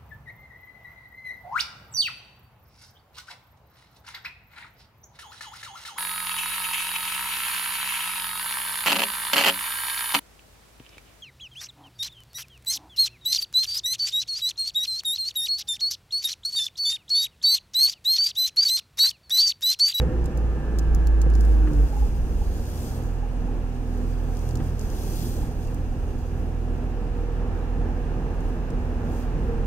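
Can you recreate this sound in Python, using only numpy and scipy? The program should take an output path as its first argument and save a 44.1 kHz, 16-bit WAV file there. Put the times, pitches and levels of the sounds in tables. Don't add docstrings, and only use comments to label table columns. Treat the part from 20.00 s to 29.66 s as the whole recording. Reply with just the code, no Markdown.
import sys
import numpy as np
from scipy import signal
from scipy.fft import rfft, irfft, next_fast_len
from scipy.io import wavfile
from scipy.ndimage import uniform_filter1d, map_coordinates

SR = 44100
rng = np.random.default_rng(int(sys.argv[2]) if len(sys.argv) > 2 else 0)


def invert_db(level):
    return 10 ** (np.asarray(level, dtype=float) / 20)


def wav_record(signal):
    frames = np.transpose(np.atleast_2d(signal))
    bounded = np.clip(frames, -1, 1)
    quanta = np.round(bounded * 32767).astype(np.int16)
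    wavfile.write(sys.argv[1], SR, quanta)


N = 426006


def unit(x):
    return x / np.sqrt(np.mean(x ** 2) + 1e-20)


def along(points, f_hz):
    f, v = np.transpose(points)
    return np.interp(np.log(f_hz + 1), np.log(f + 1), v)


def curves(rows):
    t_s, *columns = np.transpose(rows)
    return [np.interp(np.arange(N) / SR, t_s, column) for column in columns]


def fine(x):
    return np.interp(np.arange(N) / SR, np.arange(len(x)) / 1000, x)


def wobble(rate_hz):
    steps = np.arange(0, N * rate_hz / SR + 1, 1 / 8)
    smooth = map_coordinates(rng.standard_normal(int(steps[-1]) + 4), [steps])
    return np.interp(np.arange(N) * rate_hz / SR, steps, smooth)


def swell(peak_s, rise_s, fall_s):
    t = np.arange(0, N / SR + .002, .001) - peak_s
    width_s = np.where(t < 0, max(rise_s, .01), max(fall_s, .01))
    return np.exp(-(t / width_s) ** 2)


def swells(rows, rest_db):
    power = sum((invert_db(db) * swell(*shape)) ** 2 for *shape, db in rows)
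    return np.sqrt(invert_db(rest_db) ** 2 + fine(power))


def during(rows, fade_s):
    t = np.arange(N) / SR
    fade_in = np.clip((t - rows[0][0]) / fade_s + 1, 0, 1)
    fade_out = np.clip((rows[-1][0] - t) / fade_s + 1, 0, 1)
    return fade_in * fade_out


def filtered(x, response):
    m = next_fast_len(N + 8192)
    return irfft(rfft(x, m) * response(np.fft.rfftfreq(m, 1 / SR)), m)[..., :N]


def resonance(f, centre_hz, width_hz):
    damping = 1j * f * width_hz
    return damping / (centre_hz * centre_hz - f * f + damping)


def tone(f_hz, rough_db, rate_hz):
    phase = 2 * np.pi * (np.cumsum(f_hz) / SR + rng.random())
    return np.sqrt(2) * invert_db(rough_db * wobble(rate_hz)) * np.sin(phase)


def rush(spectrum, alike, patchy_db):
    z = signal.stft(rng.standard_normal((2, N)), nperseg=512)[2]
    field = uniform_filter1d(rng.standard_normal(z.shape[1:]), size=6, axis=0)
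    field = uniform_filter1d(field, size=14, axis=1)
    pair = signal.istft(z * invert_db(patchy_db * unit(field)), nperseg=512)[1][:, :N]

    def mid_side(f):
        turn = np.arccos(np.clip(along(alike, f), -1, 1)) / 2
        return invert_db(along(spectrum, f)) * [np.cos(turn), np.sin(turn)]

    mid, side = filtered(pair, mid_side)
    return unit(np.array([mid + side, mid - side]))


def engine():
    # t/s, firing rate f/Hz, firing tone level/dB
    idling = [(0, 59.44, -17.5), (.42, 56.9, -23), (.63, 55.93, -26.5), (.94, 55.5, -18.5),
              (1.47, 54.1, -14.5), (1.65, 51.81, -14.5), (1.74, 49.26, -22.5), (1.9, 46.43, -22),
              (2.15, 38.24, -37), (2.34, 36.56, -25.5), (2.82, 39.93, -47), (3.1, 41.2, -28),
              (4.3, 40.72, -26.5), (4.85, 40.05, -31.5), (7.1, 40.97, -28), (8.3, 41.17, -27),
              (9.05, 40.53, -30.5), (9.66, 40.63, -25)]
    # multiple of firing rate, level/dB
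    weak_orders = [(.5, -45), (4, -60), (5, -55)]
    # f/Hz, width/Hz, level/dB
    mount_modes = [(76.35, 7.9, -32), (119.7, 7.4, -40.5), (178.5, 10, -40), (246.7, 15.83, -43.5),
                   (304.4, 18, -35), (328, 30, -45.5)]
    order_loads = {2: [(4.5, .3, .3, 3), (7.8, .2, .25, 1.5), (9.1, 0.4, 0.13, 1.5)],
                   3: [(3.03, 0.21, 0.096, 6), (4.56, 0.16, 0.22, 10.5), (8.6, 0.55, 0.52, -4)],
                   6: [(1.75, 0.13, .08, 4), (2.2, .2, .3, -7), (4.05, .5, 0.46, 2.5), (4.75, 0.25, .3, -9),
                   (7.1, 0.18, 0.19, -8.5), (8.35, 0.16, .15, -4), (8.95, 0.4, 0.32, 4.5)]}
    # peak t/s, rise/s, fall/s, level/dB
    boom = [
        (1.84, .11, .06, -15.5),
        (2.02, .04, .04, -15.5),
        (2.14, .06, .6, -25),
    ]

    firing_hz, first_db = curves(idling)
    beat_s, beat_top_s, beat_end_s = .21, .201, .41
    beat = np.cos(np.pi * (np.minimum(np.arange(N) / SR, beat_end_s) - beat_top_s) / beat_s)
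    pan = invert_db(along([(41, -1.4), (50, -0.14)], firing_hz) * [[1], [-1]])
    drone = invert_db(first_db) * beat * tone(firing_hz, 0.54, 3.9) * pan

    each_ms = np.arange(round(1000 * N / SR)) * SR // 1000
    slow_hz = firing_hz[np.minimum(each_ms, N - 1)]
    for k, loads in order_loads.items():
        power = sum(abs(invert_db(db) * resonance(k * slow_hz, hz, width)) ** 2 for hz, width, db in mount_modes)
        load_db = fine(sum(db * swell(*shape) for *shape, db in loads))
        drone += fine(np.sqrt(power)) * invert_db(load_db) * tone(k * firing_hz, 1.4, 5)
    for k, db in weak_orders:
        drone += invert_db(db) * tone(k * firing_hz, 1.6, 4)
    return drone + swells(boom, rest_db=-45) * tone(53.5 + .8 * wobble(4), 1, 6)


def road():
    rocking = [(.3, .6, .5, -34), (1.1, 0.34, .1, -27), (2.17, .12, 0.44, -29.5), (3.62, 0.42, 0.38, -38.5),
               (5.03, .2, 0.16, -51.5), (5.82, 0.28, 0.38, -36), (6.8, 0.41, .25, -44), (8.7, .3, .1, -38)]
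    body = filtered(rng.standard_normal(N), lambda f: resonance(f, 30.5, 10.6) ** 2)
    return swells(rocking, rest_db=-48) * unit(body)


def whines():
    # t/s, f/Hz, level/dB
    mesh = [(0, 1820, -55), (.45, 1760, -62.5), (.6, 1750, -52.5), (.8, 1718, -53), (1, 1705, -54.5),
            (1.4, 1702, -53.5), (1.5, 1670, -59), (1.63, 1590, -55), (1.85, 1567, -60)]
    ratios = (1, 12 / 13, 11 / 13, 10 / 13, 9 / 13)
    sides_db = [-3, -4, -13, -10, -7]
    # peak t/s, rise/s, fall/s, level/dB, f/Hz
    passing_tones = [(.035, 0.017, 0.015, -29, 508), (.14, 0.09, 0.03, -37.5, 505),
                     (.45, 0.13, .15, -55.5, 1222), (.6, 0.72, 0.3, -40, 145.8),
                     (1.8, 0.1, 0.13, -40, 146.8), (5.97, 0.1, .5, -34.5, 65.3),
                     (7.2, 0.24, 0.35, -41, 477), (9.5, 0.18, 0.51, -39.5, 465)]
    # start t/s, f/Hz, level/dB
    steady_tones = [(2.2, 727.5, -58), (3.5, 682, -67), (3.5, 745, -73)]

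    mesh_hz, mesh_db = curves(mesh)
    gears = sum(invert_db(db) * tone(k * mesh_hz, 0.82, 8.0) for k, db in zip(ratios, sides_db))
    out = during(mesh, fade_s=0.061) * invert_db(mesh_db) * gears

    def wavering_tone(hz, waver):
        return tone(hz * (1 + waver * wobble(30)), 1.5, 14)

    for *shape, db, hz in passing_tones:
        out += invert_db(db) * fine(swell(*shape)) * wavering_tone(hz, waver=.006)
    for start_s, hz, db in steady_tones:
        out += invert_db(db) * (np.arange(N) > start_s * SR) * wavering_tone(hz, waver=.002)
    return out


def sliding():
    # fastest t/s, rise/s, fall/s, level/dB
    strokes = [(1.46, .13, 0.16, -57.5), (1.97, 0.44, 0.32, -56.5), (2.5, .3, 0.27, -56),
               (2.82, 0.23, 0.22, -50), (4.1, 0.37, .3, -61), (4.46, 0.17, .12, -56),
               (4.68, 0.083, .06, -56.5), (4.82, 0.043, 0.082, -56), (5.19, 0.31, 0.25, -46),
               (5.66, 0.24, .1, -60), (6.3, .4, .25, -65), (8.48, .1, .08, -65), (9.2, 0.15, .06, -57)]
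    # t/s, level/dB
    resting = [(0, -65.5), (6, -63), (7.5, -68), (9.66, -65.5)]
    return 20 * np.log10(swells(strokes, rest_db=curves(resting)[0]))


def hands():
    # f/Hz, density level/dB
    skin = [(1940, -43), (3300, 0.5), (3480, 0), (3760, -2), (4250, 0), (5030, 3), (5540, -2), (6020, 3.5),
            (6680, 2), (7700, -2), (8660, 0.5), (10700, -8.5), (12400, -5.5), (15500, -8.5)]
    slide_db = sliding()
    slips = invert_db(0.68 * wobble(25) + wobble(400))
    hiss = unit(slips * rush(skin, [(3500, 0.88), (6000, 0.1), (15000, 0.15)], patchy_db=-1.2))
    bright = filtered(hiss, lambda f: abs(resonance(f, 12500, 4100)) ** 2)
    hiss += invert_db(0.79 * (slide_db + 48.5) + 1.5) * bright
    return invert_db(slide_db + 1.7) * hiss * invert_db([[1.4], [-1.4]])


def ticks():
    # t/s, peak level/dB, left-right/dB, brightness/dB
    snaps = [(0.019, -44, 5, -15), (.242, -46, 2, -8), (0.258, -37, 8, -10), (.374, -40.5, 4, -4),
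             (0.787, -30.5, -1, -10), (0.793, -35, 1, -10), (.9479, -37, 5, -2), (1.071, -36, 3, -4),
             (1.2164, -32, 3, -24), (1.3011, -43, 3, -15), (1.353, -37.5, 5, -6), (1.4085, -35.5, 2, -18),
             (1.4501, -41, 4, -18), (4.812, -39, 1, -20), (1.734, -42.5, 1.5, -6), (4.351, -43, 2.5, -16),
             (4.37, -43, 2.5, -19), (4.3913, -41, 3, -14), (4.4149, -51, -8, -15), (4.4903, -38, 3, -12),
             (4.5096, -43, 4, -13), (4.5552, -36.5, 7, -7), (4.794, -39, 6, -22), (4.9013, -40, 0, -11),
             (5.673, -46.5, 0, -12), (5.745, -44.5, 2, -2), (8.406, -48, 3, -15), (8.7037, -46, 4, -9.5),
             (4.572, -40, 3, -20), (1.338, -47, -7, -6)]
    dull, bright = np.zeros((2, 2, N + SR))
    t = np.arange(SR // 10) / SR
    fall = invert_db(-60 * t / 0.03) + 2.7 * invert_db(-60 * t / 0.002)
    for s, db, pan_db, bright_db in snaps:
        shared, left, right = rng.standard_normal((3, len(t)))
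        pan = invert_db([[pan_db / 2], [-pan_db / 2]])
        burst = invert_db(db) * fall * pan * (0.53 * shared + 0.96 * np.array([left, right]))
        span = slice(round(s * SR), round(s * SR) + len(t))
        dull[:, span] += burst
        bright[:, span] += invert_db(bright_db + 0.5) * burst
    low = filtered(dull[:, :N], lambda f: resonance(f, 6360, 7500) ** 3)
    return low + filtered(bright[:, :N], lambda f: resonance(f, 10300, 10000) ** 2)


def rattle():
    # t/s, peak level/dB, f/Hz
    strikes = [(1.927, -31, 826), (1.964, -30, 832), (2.021, -31.5, 830), (2.412, -35.5, 822),
               (3.229, -30.5, 822), (3.482, -33.5, 828), (4.601, -35, 764), (4.603, -41, 1224),
               (5.426, -35.5, 827), (5.673, -50, 2709)]
    out = np.zeros(N + SR)
    t = np.arange(SR // 6) / SR
    for s, db, hz in strikes:
        envelope = invert_db(db + 7 - 60 * t / .06) * (1 - np.exp(-t / .008))
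        out[round(s * SR):][:len(t)] += envelope * np.sin(2 * np.pi * hz * t)
    return out[:N]


def panels(f):
    # f/Hz, width/Hz, level/dB
    modes = [(148, 18, 2), (335, 40, -8), (515, 45, -8)]
    return sum((-1) ** k * invert_db(db) * resonance(f, hz, width) for k, (hz, width, db) in enumerate(modes))


def knocks():
    # t/s, puff level/dB, thud level/dB, puff t60/s
    blows = [(0.014, -51, -28, 0.13), (1.263, -64, -19, .06), (1.669, -37.5, -48.5, 0.06),
             (1.715, -57, -22, .06), (4.599, -42, -22, 0.064), (9.051, -56, -33, .06)]
    puff, push = np.zeros((2, N + SR))
    t = np.arange(SR // 6) / SR
    for s, db, thud_db, t60_s in blows:
        envelope = invert_db(db - 60 * t / t60_s) * (1 - np.exp(-t / 0.0032))
        puff[round(s * SR):][:len(t)] += envelope * rng.standard_normal(len(t))
        push[round(s * SR)] = invert_db(thud_db + 48.5)

    def cushioned(f):
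        return (panels(f) + invert_db(-14) * resonance(f, 230, 90)) / (1 + 1j * f / 450) ** 2

    puffs = invert_db(15) * filtered(puff[:N], lambda f: resonance(f, 1250, 1500) ** 2)
    return puffs + filtered(push[:N], cushioned)


def roar():
    # t/s, floor shake level/dB, tunnel level/dB
    levels = [(0, -31.5, -41.5), (.6, -36, -43.5), (1.65, -37, -43), (2.4, -37, -46.5), (3, -37.5, -44.5),
              (3.8, -39.5, -45.5), (4.65, -36.5, -44.5), (6.3, -38, -46), (7.15, -37, -44),
              (7.53, -36, -41.5), (8.37, -35.5, -42), (9.66, -35, -40.5)]
    # f/Hz, density level/dB
    rumble_spectrum = [(12, -35), (20, -1), (38, -5), (59, -1.5), (125, -12), (195, -13), (247, -11.5),
                       (291, -14), (386, -17), (483, -21), (552, -29), (631, -26), (700, -49), (910, -62.5),
                       (1540, -120)]
    tunnel_spectrum = [(240, -31), (400, -4.5), (482, -1), (552, -9), (623, -11.5), (740, -8.5), (774, -6),
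                       (976, -13), (1080, -15), (1400, -16.5), (1490, -19), (1650, -15), (2070, -27),
                       (2260, -30), (2400, -30), (3120, -62), (5280, -120)]
    spray_spectrum = [(1120, -7.5), (1900, -7), (2130, -3.5), (2430, 0), (2770, 1.5), (3130, -5),
                      (4610, -11.5), (6060, -10.5), (6910, -14.5), (8990, -18), (9900, -25.5),
                      (13600, -19.5), (15500, -33)]
    # f/Hz, left-right likeness
    alike = [(60, 1), (130, 0.97), (290, 1), (640, 0.91), (1300, 0.21), (1700, 0.058), (2200, 0.068),
             (2700, 0.4), (4000, 0.071), (15000, 0.065)]

    rumble_db, tunnel_db = curves(levels)
    spray_db = -58.5 + 0.48 * (tunnel_db - tunnel_db.mean())
    sleeve_db = sliding() - 12.5
    spray = np.hypot(invert_db(spray_db), invert_db(sleeve_db))
    shake = wobble(7)
    floor = filtered(rush(rumble_spectrum, alike, patchy_db=0.8), lambda f: 1 + 0.8 * abs(panels(f)))
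    out = invert_db(rumble_db + 4.5 + 1.26 * shake) * unit(floor)
    out += invert_db(tunnel_db + 1.5 + 0.41 * shake) * rush(tunnel_spectrum, alike, patchy_db=0.4)
    return out + spray * invert_db(2.0 + 0.2 * wobble(6.2)) * rush(spray_spectrum, alike, patchy_db=0.3)


def cabin(x):
    # f/Hz, t60/s
    decay = [(200, 0.051), (3000, 0.054), (14000, 0.03)]
    f, t, z = signal.stft(rng.standard_normal((2, SR // 5)), SR, nperseg=256)
    fall = invert_db(-60 * t / along(decay, f)[:, None])
    tail = signal.istft(z * fall, SR, nperseg=256)[1]
    return signal.fftconvolve(x, tail / np.linalg.norm(tail[0]), axes=1)[:, :N]


def scene():
    near = ticks() + rattle() + knocks()
    return engine() + road() + whines() + hands() + near + roar() + invert_db(-11) * cabin(near)


def top_cut(x):
    return signal.sosfilt(signal.butter(12, 15960, fs=SR, output="sos"), x)


def record(dry):
    # f/Hz, left-right/dB
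    lean = [(60, -1.5), (180, -1.5), (550, -1), (1650, -2), (4970, -0.5), (15000, 0)]
    # f/Hz, left port's phase lead/rad
    lead = [(30, 0.4), (55, .5), (85, 0.29), (300, 0.44), (900, 0.54), (2500, 0), (3500, 2), (5000, 3.5),
            (7500, 3.5), (10000, 4.5), (12500, 7.5), (15500, 5.5)]
    # f/Hz, width/Hz, depth 0-1
    notch = (7885, 70, .85)
    notch_hz, width_hz, depth = notch
    sides = np.array([[.5], [-.5]])

    def microphone(f):
        ports = invert_db(sides * along(lean, f)) * np.exp(1j * sides * along(lead, f))
        return ports * (1 - depth * resonance(f, notch_hz, width_hz)) * (f < 15760)

    return top_cut(filtered(dry, microphone))


dry = scene()
out = record(dry)
wav_record(out)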